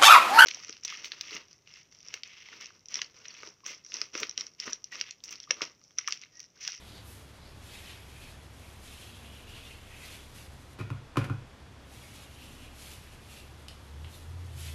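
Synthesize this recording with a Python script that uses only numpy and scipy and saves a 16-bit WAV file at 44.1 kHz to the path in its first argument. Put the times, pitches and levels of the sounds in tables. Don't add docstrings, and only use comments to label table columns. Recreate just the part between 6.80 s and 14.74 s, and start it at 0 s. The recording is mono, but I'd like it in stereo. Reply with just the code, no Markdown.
import sys
import numpy as np
from scipy import signal
from scipy.fft import rfft, irfft, next_fast_len
from scipy.io import wavfile
from scipy.ndimage import map_coordinates

SR = 44100
rng = np.random.default_rng(int(sys.argv[2]) if len(sys.argv) > 2 else 0)


def file_out(sig):
    cols = np.atleast_2d(sig).T
    lim = np.clip(cols, -1, 1)
    pcm = np.round(lim * 32767).astype(np.int16)
    wavfile.write(sys.argv[1], SR, pcm)


N = 350154

# pitch_hz, gain_db
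AIR_MID_TONE = [(20, -44), (27, 7.5), (40, -14), (70, -0.5), (100, 2), (150, -8), (270, -9), (420, -13),
                (1000, -16), (2000, -20.5), (3400, -24), (6000, -30), (12000, -44), (14500, -70)]
AIR_SIDE_TONE = [(20, -32), (100, -17), (200, -7.5), (400, -5.5), (900, -8), (1500, -10.5), (2200, -12.5),
                 (3400, -16), (6000, -21), (12000, -33), (14500, -36)]
# time_s, pitch_hz, level_db
DRONE_PATH = [(6.2, 68, -56.5), (6.45, 68.6, -57), (7.1, 71.15, -52), (7.16, 70.8, -44), (7.25, 76.5, -41),
              (7.3, 79.8, -50), (7.41, 82.8, -50), (7.47, 82.6, -44.5), (7.58, 84.7, -40.5),
              (7.75, 82.3, -44.5), (7.9, 80.4, -41)]

# start_s, length_s, squish_db, hiss_db, hollow_pitch_hz, bubble_spread_octaves
PULLS = [(0, 0.034, -60.5, -66.5, 2900, 0.45), (0.104, 0.036, -54, -62.5, 4100, 0.14),
         (0.312, 0.018, -74, -57.5, 3020, 0.33), (0.612, 0.056, -60, -85.5, 4300, 0.14),
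         (0.896, 0.1, -53, -57, 3210, 0.32), (1.063, 0.053, -51, -59, 2950, .36),
         (1.263, 0.11, -61.5, -63, 2830, 0.35), (1.434, 0.034, -54.5, -59.5, 3060, 0.34),
         (1.803, 0.13, -63.5, -63, 2660, 0.26), (2.083, 0.083, -55.5, -57, 3390, 0.3),
         (2.232, 0.083, -55.5, -59, 3430, 0.21), (2.43, 0.19, -57, -62.5, 2900, 0.23),
         (2.733, 0.11, -52.5, -60.5, 3140, 0.22), (2.9, 0.025, -54.5, -61.5, 2910, 0.3),
         (3.123, 0.11, -57.5, -64.5, 2650, 0.27), (3.246, 0.098, -51.5, -54.5, 3400, 0.36),
         (3.583, 0.032, -59.5, -58.5, 3740, 0.42), (5.154, 0.26, -59, -59.5, 3100, 0.32),
         (5.56, 0.32, -63.5, -62.5, 3420, 0.32), (6.033, 0.094, -56, -54, 3400, 0.32),
         (6.253, 0.091, -63, -65, 2700, 0.37), (6.535, 0.061, -57, -57, 3780, 0.26),
         (7.354, 0.006, -64, -58.5, 3770, 0.23), (7.843, 0.026, -50, -50, 3170, 0.21)]
# pitch_hz, gain_db
STRAND_TONE = [(700, -17), (2000, 0.5), (4500, 0), (6500, 0.5), (8500, -1.5), (11500, 0.5), (13000, -7),
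               (14500, -27)]
CREAM_TONE = [(600, -10.5), (1500, -12), (2400, -6), (4000, -6.5), (6000, -16), (10000, -30), (14000, -42)]
GRAB_DB_PER_S, RELEASE_DB_PER_S = 165, 99
HOLD_SQUISH_DB, HOLD_HISS_DB = -71, -66.5
PAUSE_S, PAUSE_FADE_S, PAUSE_DB = (3.95, 5.06), 0.034, -8.5
HISS_LEAD_S = 0.027

# start_s, level_db, treble_limit_hz
CREAM_SNAPS = [(0.18, -42, 6000), (1.095, -42, 4900), (6.8836, -32, 12000), (7.2451, -38.5, 3240)]
# pitch_hz, gain_db
SNAP_TONE = [(1000, -17), (2200, -8), (2800, -2), (5200, -6.5), (6200, -11), (11500, -9.5), (14500, -34)]
# pitch_hz, gain_db, fade_s
FINGER_GAP_NOTES = [(2970, -8.5, 0.014), (4950, -7, 0.007)]
# peak_s, half_length_s, pitch_hz, level_db
FOAM_FIZZES = [(.3, 0.046, 11160, -61.5), (7.36, 0.015, 11300, -63)]
SKIN_RUBS = [(1.445, 0.04, 2520, -61.5), (2.48, 0.089, 231.3, -62.5), (3.13, 0.028, 2450, -61.5),
             (5.38, 0.029, 3950, -63), (5.63, 0.055, 2850, -58.5), (5.64, 0.04, 4020, -65),
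             (5.7, 0.15, 256, -63.5), (5.81, 0.088, 2740, -62.5), (6.57, 0.057, 2670, -59),
             (7.345, 0.0098, 3800, -56.5)]

# start_s, thud_db, shell_db, crack_db, contact_s, flatness_0_to_1
CONTAINER_KNOCKS = [(3.987, -50, -49, -40, 0.0084, 0), (3.999, -22, -32, -41, 0.0051, 0),
                    (4.011, -34, -30, -43, 0.0016, 0.1), (4.1028, -21.5, -25, -37.5, 0.00091, 0),
                    (4.358, -43, -21, -48, 0.0023, 0.04), (4.3702, -14.5, -23, -25, 0.0015, 0.93),
                    (4.378, -53, -31, -36, 0.0037, 0.04), (4.4145, -39, -22, -44, 0.0022, 0.03),
                    (4.4408, -44, -38, -35, 0.0043, 0), (4.4981, -17, -22, -42, 0.0018, 0.07)]
# pitch_hz, gain_db
CRACK_TONE = [(60, 10), (300, 19), (700, 7), (2200, 8), (4200, -1.5), (8000, -10.5), (11500, -10),
              (14500, -30)]
# pitch_hz, gain_db, fade_s
SHELL_NOTES = [(855, -6, 0.018), (1040, -5.5, 0.015), (1430, -5, 0.021), (2500, -8, 0.019)]
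RIM_NOTES = [(2523, 17, 0.063), (3750, -5, 0.04)]
COUNTER_NOTES = [(104.9, -3, 0.28), (133.6, -8.5, 0.36), (183, -19.5, 0.33), (280, -5, 0.11),
                 (362, -13.5, 0.17), (468, -11.5, 0.16), (551, -13, 0.34)]
# pitch_hz, gain_db, fade_s
BASE_NOTES = [(1036, -21.5, 0.039), (1270, -20.5, 0.021), (2450, -27.5, 0.028)]
SHOVE_NOTES = [(111, -16, 0.035), (284, -18.5, 0.06)]

# pitch_hz, fade_s
ECHO_TIMES = [(100, 0.76), (500, 0.36), (2500, 0.38), (6000, 0.28), (13000, 0.28)]
# pitch_hz, side_gain_db
STEREO_WIDTH = [(60, -37), (130, -21), (300, -5), (600, -3), (1200, 4), (2500, 2.5), (4500, 5.5),
                (8000, 6.5)]
TOP_HZ = 14800


def amp(db):
    return 10 ** (np.asarray(db) / 20)


def unit(x):
    return x / np.sqrt(np.mean(x ** 2, axis=-1, keepdims=True) + 1e-20)


def at_pitch(points, hz):
    pitches, values = np.transpose(points)
    return np.interp(np.log(hz + 1), np.log(pitches + 1), values)


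def curves(rows):
    times, *columns = np.transpose(rows)
    return [np.interp(np.arange(N) / SR, times, column) for column in columns]


def wobble(rate):
    steps = np.arange(0, N + 64, 64)
    points = rng.standard_normal(int(N * rate / SR) + 4)
    return np.interp(np.arange(N), steps, map_coordinates(points, [steps * rate / SR]))


def filtered(x, response):
    size = x.shape[-1]
    padded = next_fast_len(size + SR // 4)
    return irfft(rfft(x, padded) * response(np.fft.rfftfreq(padded, 1 / SR)), padded)[..., :size]


def coloured(x, tone):
    return filtered(x, lambda hz: amp(at_pitch(tone, hz)))


def add(track, start_s, sound):
    part = track[round(start_s * SR):][:len(sound)]
    part += sound[:len(part)]


def ventilation(mid_db=-52, side_db=-51.0, whine_db=-72, whine_hz=3370):
    mid = amp(mid_db) * unit(coloured(rng.standard_normal(N), AIR_MID_TONE))
    side = amp(side_db) * unit(coloured(rng.standard_normal(N), AIR_SIDE_TONE))
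    whine_gain = amp(whine_db + 0.96 * wobble(2.7))
    whine = whine_gain * np.sin(2 * np.pi * np.cumsum(whine_hz + 6 * wobble(40)) / SR)
    return np.array([mid + whine, side])


def drone(upper_db=-12, rumble_db=-9, upper_ratio=1.4):
    pitch, db = curves(DRONE_PATH)
    phase = 2 * np.pi * np.cumsum(pitch * (1 + 0.02 * wobble(9.8))) / SR
    rumble_tone = [(60, -47), (105, -23.0), (135, 3.5), (170, -45), (400, -27), (2000, -92)]
    rumble = unit(coloured(rng.standard_normal(N), rumble_tone))
    upper = amp(upper_db + 1.5 * wobble(4.8)) * np.sin(upper_ratio * phase)
    note = np.sqrt(2) * (np.sin(phase) + upper)
    return amp(db + 0.52 * wobble(12.0)) * (note + amp(rumble_db) * rumble)


def pulls():
    t = np.arange(0, N + 64, 64) / SR
    start, length, squish_db, hiss_db, hz, octaves = np.transpose(PULLS)[:, :, None]
    release_db = RELEASE_DB_PER_S * np.maximum(t - start - length, 0)
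    squeezes = amp(squish_db - GRAB_DB_PER_S * np.maximum(start - t, 0) - release_db)
    slides = amp(hiss_db - GRAB_DB_PER_S * np.maximum(start - HISS_LEAD_S - t, 0) - release_db)
    into_pause_s = np.minimum(t - PAUSE_S[0], PAUSE_S[1] - t)
    dip_db = PAUSE_DB * np.clip(into_pause_s / PAUSE_FADE_S + .5, 0, 1)
    squish = np.hypot(np.linalg.norm(squeezes, axis=0), amp(HOLD_SQUISH_DB + dip_db))
    hiss = np.hypot(np.linalg.norm(slides, axis=0), amp(HOLD_HISS_DB + dip_db))
    hollow_hz = np.average(hz * np.ones_like(t), axis=0, weights=squeezes ** 2)
    spread = np.average(octaves * np.ones_like(t), axis=0, weights=squeezes ** 2)
    return curves(np.transpose([t, squish, hiss, hollow_hz, spread]))


def crackle(per_s, spread_db, smooth):
    ticks = (rng.random(N) < per_s / SR) * rng.choice([-1, 1], N)
    sizes = amp(spread_db * np.clip(rng.standard_normal(N), -2, 2))
    return unit(unit(ticks * sizes) + smooth * rng.standard_normal(N))


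def bubbles(hollow_hz, spread_octaves, per_s, cycles, spread_db):
    starts = np.flatnonzero(rng.random(N) < per_s / SR)
    detune, size, life = np.clip(rng.standard_normal((len(starts), 3)), -2.2, 2.2).T[:, :, None]
    age = np.arange(SR // 80)
    turns = hollow_hz[starts, None] * 2 ** (spread_octaves[starts, None] * detune) * age / SR
    fade = np.exp(-turns / (cycles * np.exp(.5 * life)))
    pops = amp(spread_db * size) * fade * np.sin(2 * np.pi * turns)
    return unit(np.bincount((starts[:, None] + age).ravel(), pops.ravel(), N)[:N])


def hair(hiss_boost_db=1, smear_db=-6, flutter_db=1.34):
    squish, hiss, hollow_hz, spread = pulls()
    hiss = amp(hiss_boost_db) * hiss
    strands = unit(coloured(crackle(per_s=3000, spread_db=2.0, smooth=0.59), STRAND_TONE))
    foam = bubbles(hollow_hz, spread, per_s=800, cycles=5, spread_db=4)
    smear = unit(coloured(crackle(per_s=1400, spread_db=0.5, smooth=0.8), CREAM_TONE))
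    cream = unit(foam + amp(smear_db) * smear)
    effort = np.hypot(squish, hiss)
    blend = (squish * cream + hiss * strands) / effort
    texture = unit(room(blend, echo_db=-1.5, side_db=-14.5, changes=48))
    return effort * amp(flutter_db * wobble(30)) * texture


def room(x, echo_db, side_db, changes=12):
    echoes, step = np.zeros((2, N)), N // changes
    for centre in np.arange(changes + 1) * step:
        span = np.arange(max(centre - step, 0), min(centre + step, N))
        if not x[span].any():
            continue
        hz, t, noise = signal.stft(rng.standard_normal((2, SR // 4)), SR, nperseg=256)
        fade = amp(-60 * t / at_pitch(ECHO_TIMES, hz)[:, None])
        tail = signal.istft(noise * fade * (1 - np.exp(-t / 0.00049)), SR, nperseg=256)[1]
        tail *= amp(echo_db) / np.linalg.norm(tail[0])
        piece = x[span] * np.cos(np.pi / 2 * (span - centre) / step)
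        for track, echo in zip(echoes, signal.fftconvolve(piece[None], tail, axes=1)):
            add(track, span[0] / SR, echo)
    return echoes + [x, -amp(side_db) * x]


def burst(t, life_s):
    rush = rng.standard_normal(len(t)) * np.sqrt(t / life_s) * np.exp(-t / life_s)
    spectrum = rfft(rush, 2 * len(t))
    return irfft(spectrum / (np.abs(spectrum) + 1e-20))[:len(t)]


def ring(notes, t, soft_hz=6000, scatter_db=1.5, sign=-1):
    sound = np.zeros(len(t))
    for k, (hz, db, fade_s) in enumerate(notes):
        gain = amp(db + scatter_db * rng.standard_normal() - 60 * t / fade_s)
        gain /= np.hypot(1, (hz / soft_hz) ** 2)
        sound += sign ** k * gain * np.sin(2 * np.pi * hz * t)
    return sound


def cream_snaps(life_s=0.00089):
    track, t = np.zeros(N), np.arange(SR // 20) / SR
    for start, db, top_hz in CREAM_SNAPS:
        click = coloured(burst(t, life_s), SNAP_TONE)
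        click = filtered(click, lambda hz: 1 / np.hypot(1, (hz / top_hz) ** 4))
        add(track, start, amp(db) * (click / np.abs(click).max() + ring(FINGER_GAP_NOTES, t, top_hz)))
    return room(track, echo_db=0.5, side_db=-11)


def swells(rows, width, sag_octaves_per_s=0):
    track, t = np.zeros(N), np.arange(SR // 2) / SR
    for peak_s, half_length_s, hz, db in rows:
        start = max(peak_s - t.mean(), 0)
        since_peak = start + t - peak_s
        noise = filtered(rng.standard_normal((2, len(t))), lambda f: np.exp(-.5 * (f / hz / width) ** 2))
        phase = 2 * np.pi * np.cumsum(hz * 2 ** (-sag_octaves_per_s * since_peak)) / SR
        band = unit(noise[0] * np.cos(phase) + noise[1] * np.sin(phase))
        add(track, start, amp(db) * band * np.exp(-.5 * (since_peak / half_length_s) ** 2))
    return track


def fingers():
    fizz = swells(FOAM_FIZZES, width=0.17)
    rubbing = swells(SKIN_RUBS, width=0.096, sag_octaves_per_s=0.42)
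    return room(fizz + rubbing, echo_db=-2.5, side_db=-8)


def container(thud_gain_db=-2, shell_gain_db=-6, crack_gain_db=4, rim_db=-5,
              thud_lag_s=0.00118, shove_lag_s=0.0058, lowest_hz=65, soft_hz=185, hard_hz=330):
    thuds, clacks = np.zeros(N), np.zeros(N)
    t, long_t = np.arange(SR // 10) / SR, np.arange(SR // 3) / SR
    thud_rise = 1 - np.exp(-long_t / 0.0053)
    for start, thud_db, shell_db, crack_db, contact_s, flatness in CONTAINER_KNOCKS:
        grit = burst(t, contact_s)
        scrape = min(contact_s / .01, 1)
        push = np.sqrt(scrape) * grit
        push[0] += 1 - scrape
        plastic = ring(SHELL_NOTES, t) + scrape ** 2 * amp(rim_db) * ring(RIM_NOTES, t)
        add(clacks, start, amp(shell_db + shell_gain_db) * signal.fftconvolve(push, plastic))
        crack = coloured(grit, CRACK_TONE)
        add(clacks, start, amp(crack_db + crack_gain_db) * crack / np.abs(crack).max())
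        add(thuds, start + thud_lag_s, flatness * ring(BASE_NOTES, t))
        add(thuds, start + shove_lag_s, flatness * ring(SHOVE_NOTES, t, sign=1))
        counter = ring(COUNTER_NOTES, long_t, soft_hz + flatness * (hard_hz - soft_hz))
        add(thuds, start + thud_lag_s, amp(thud_db + thud_gain_db) * counter * thud_rise)
    thuds = signal.sosfilt(signal.butter(2, lowest_hz, 'highpass', fs=SR, output='sos'), thuds)
    return room(clacks, echo_db=-2.0, side_db=-43) + [thuds, .25 * thuds]


def scene():
    air_mid, air_side = ventilation()
    background = air_mid + drone()
    mid, side = hair() + cream_snaps() + fingers() + container()
    mid = mid + background
    side = coloured(side, STEREO_WIDTH) + air_side
    return np.array([mid + side, mid - side])


def record(dry):
    return filtered(dry, lambda hz: hz < TOP_HZ)


dry = scene()
out = record(dry)
file_out(out)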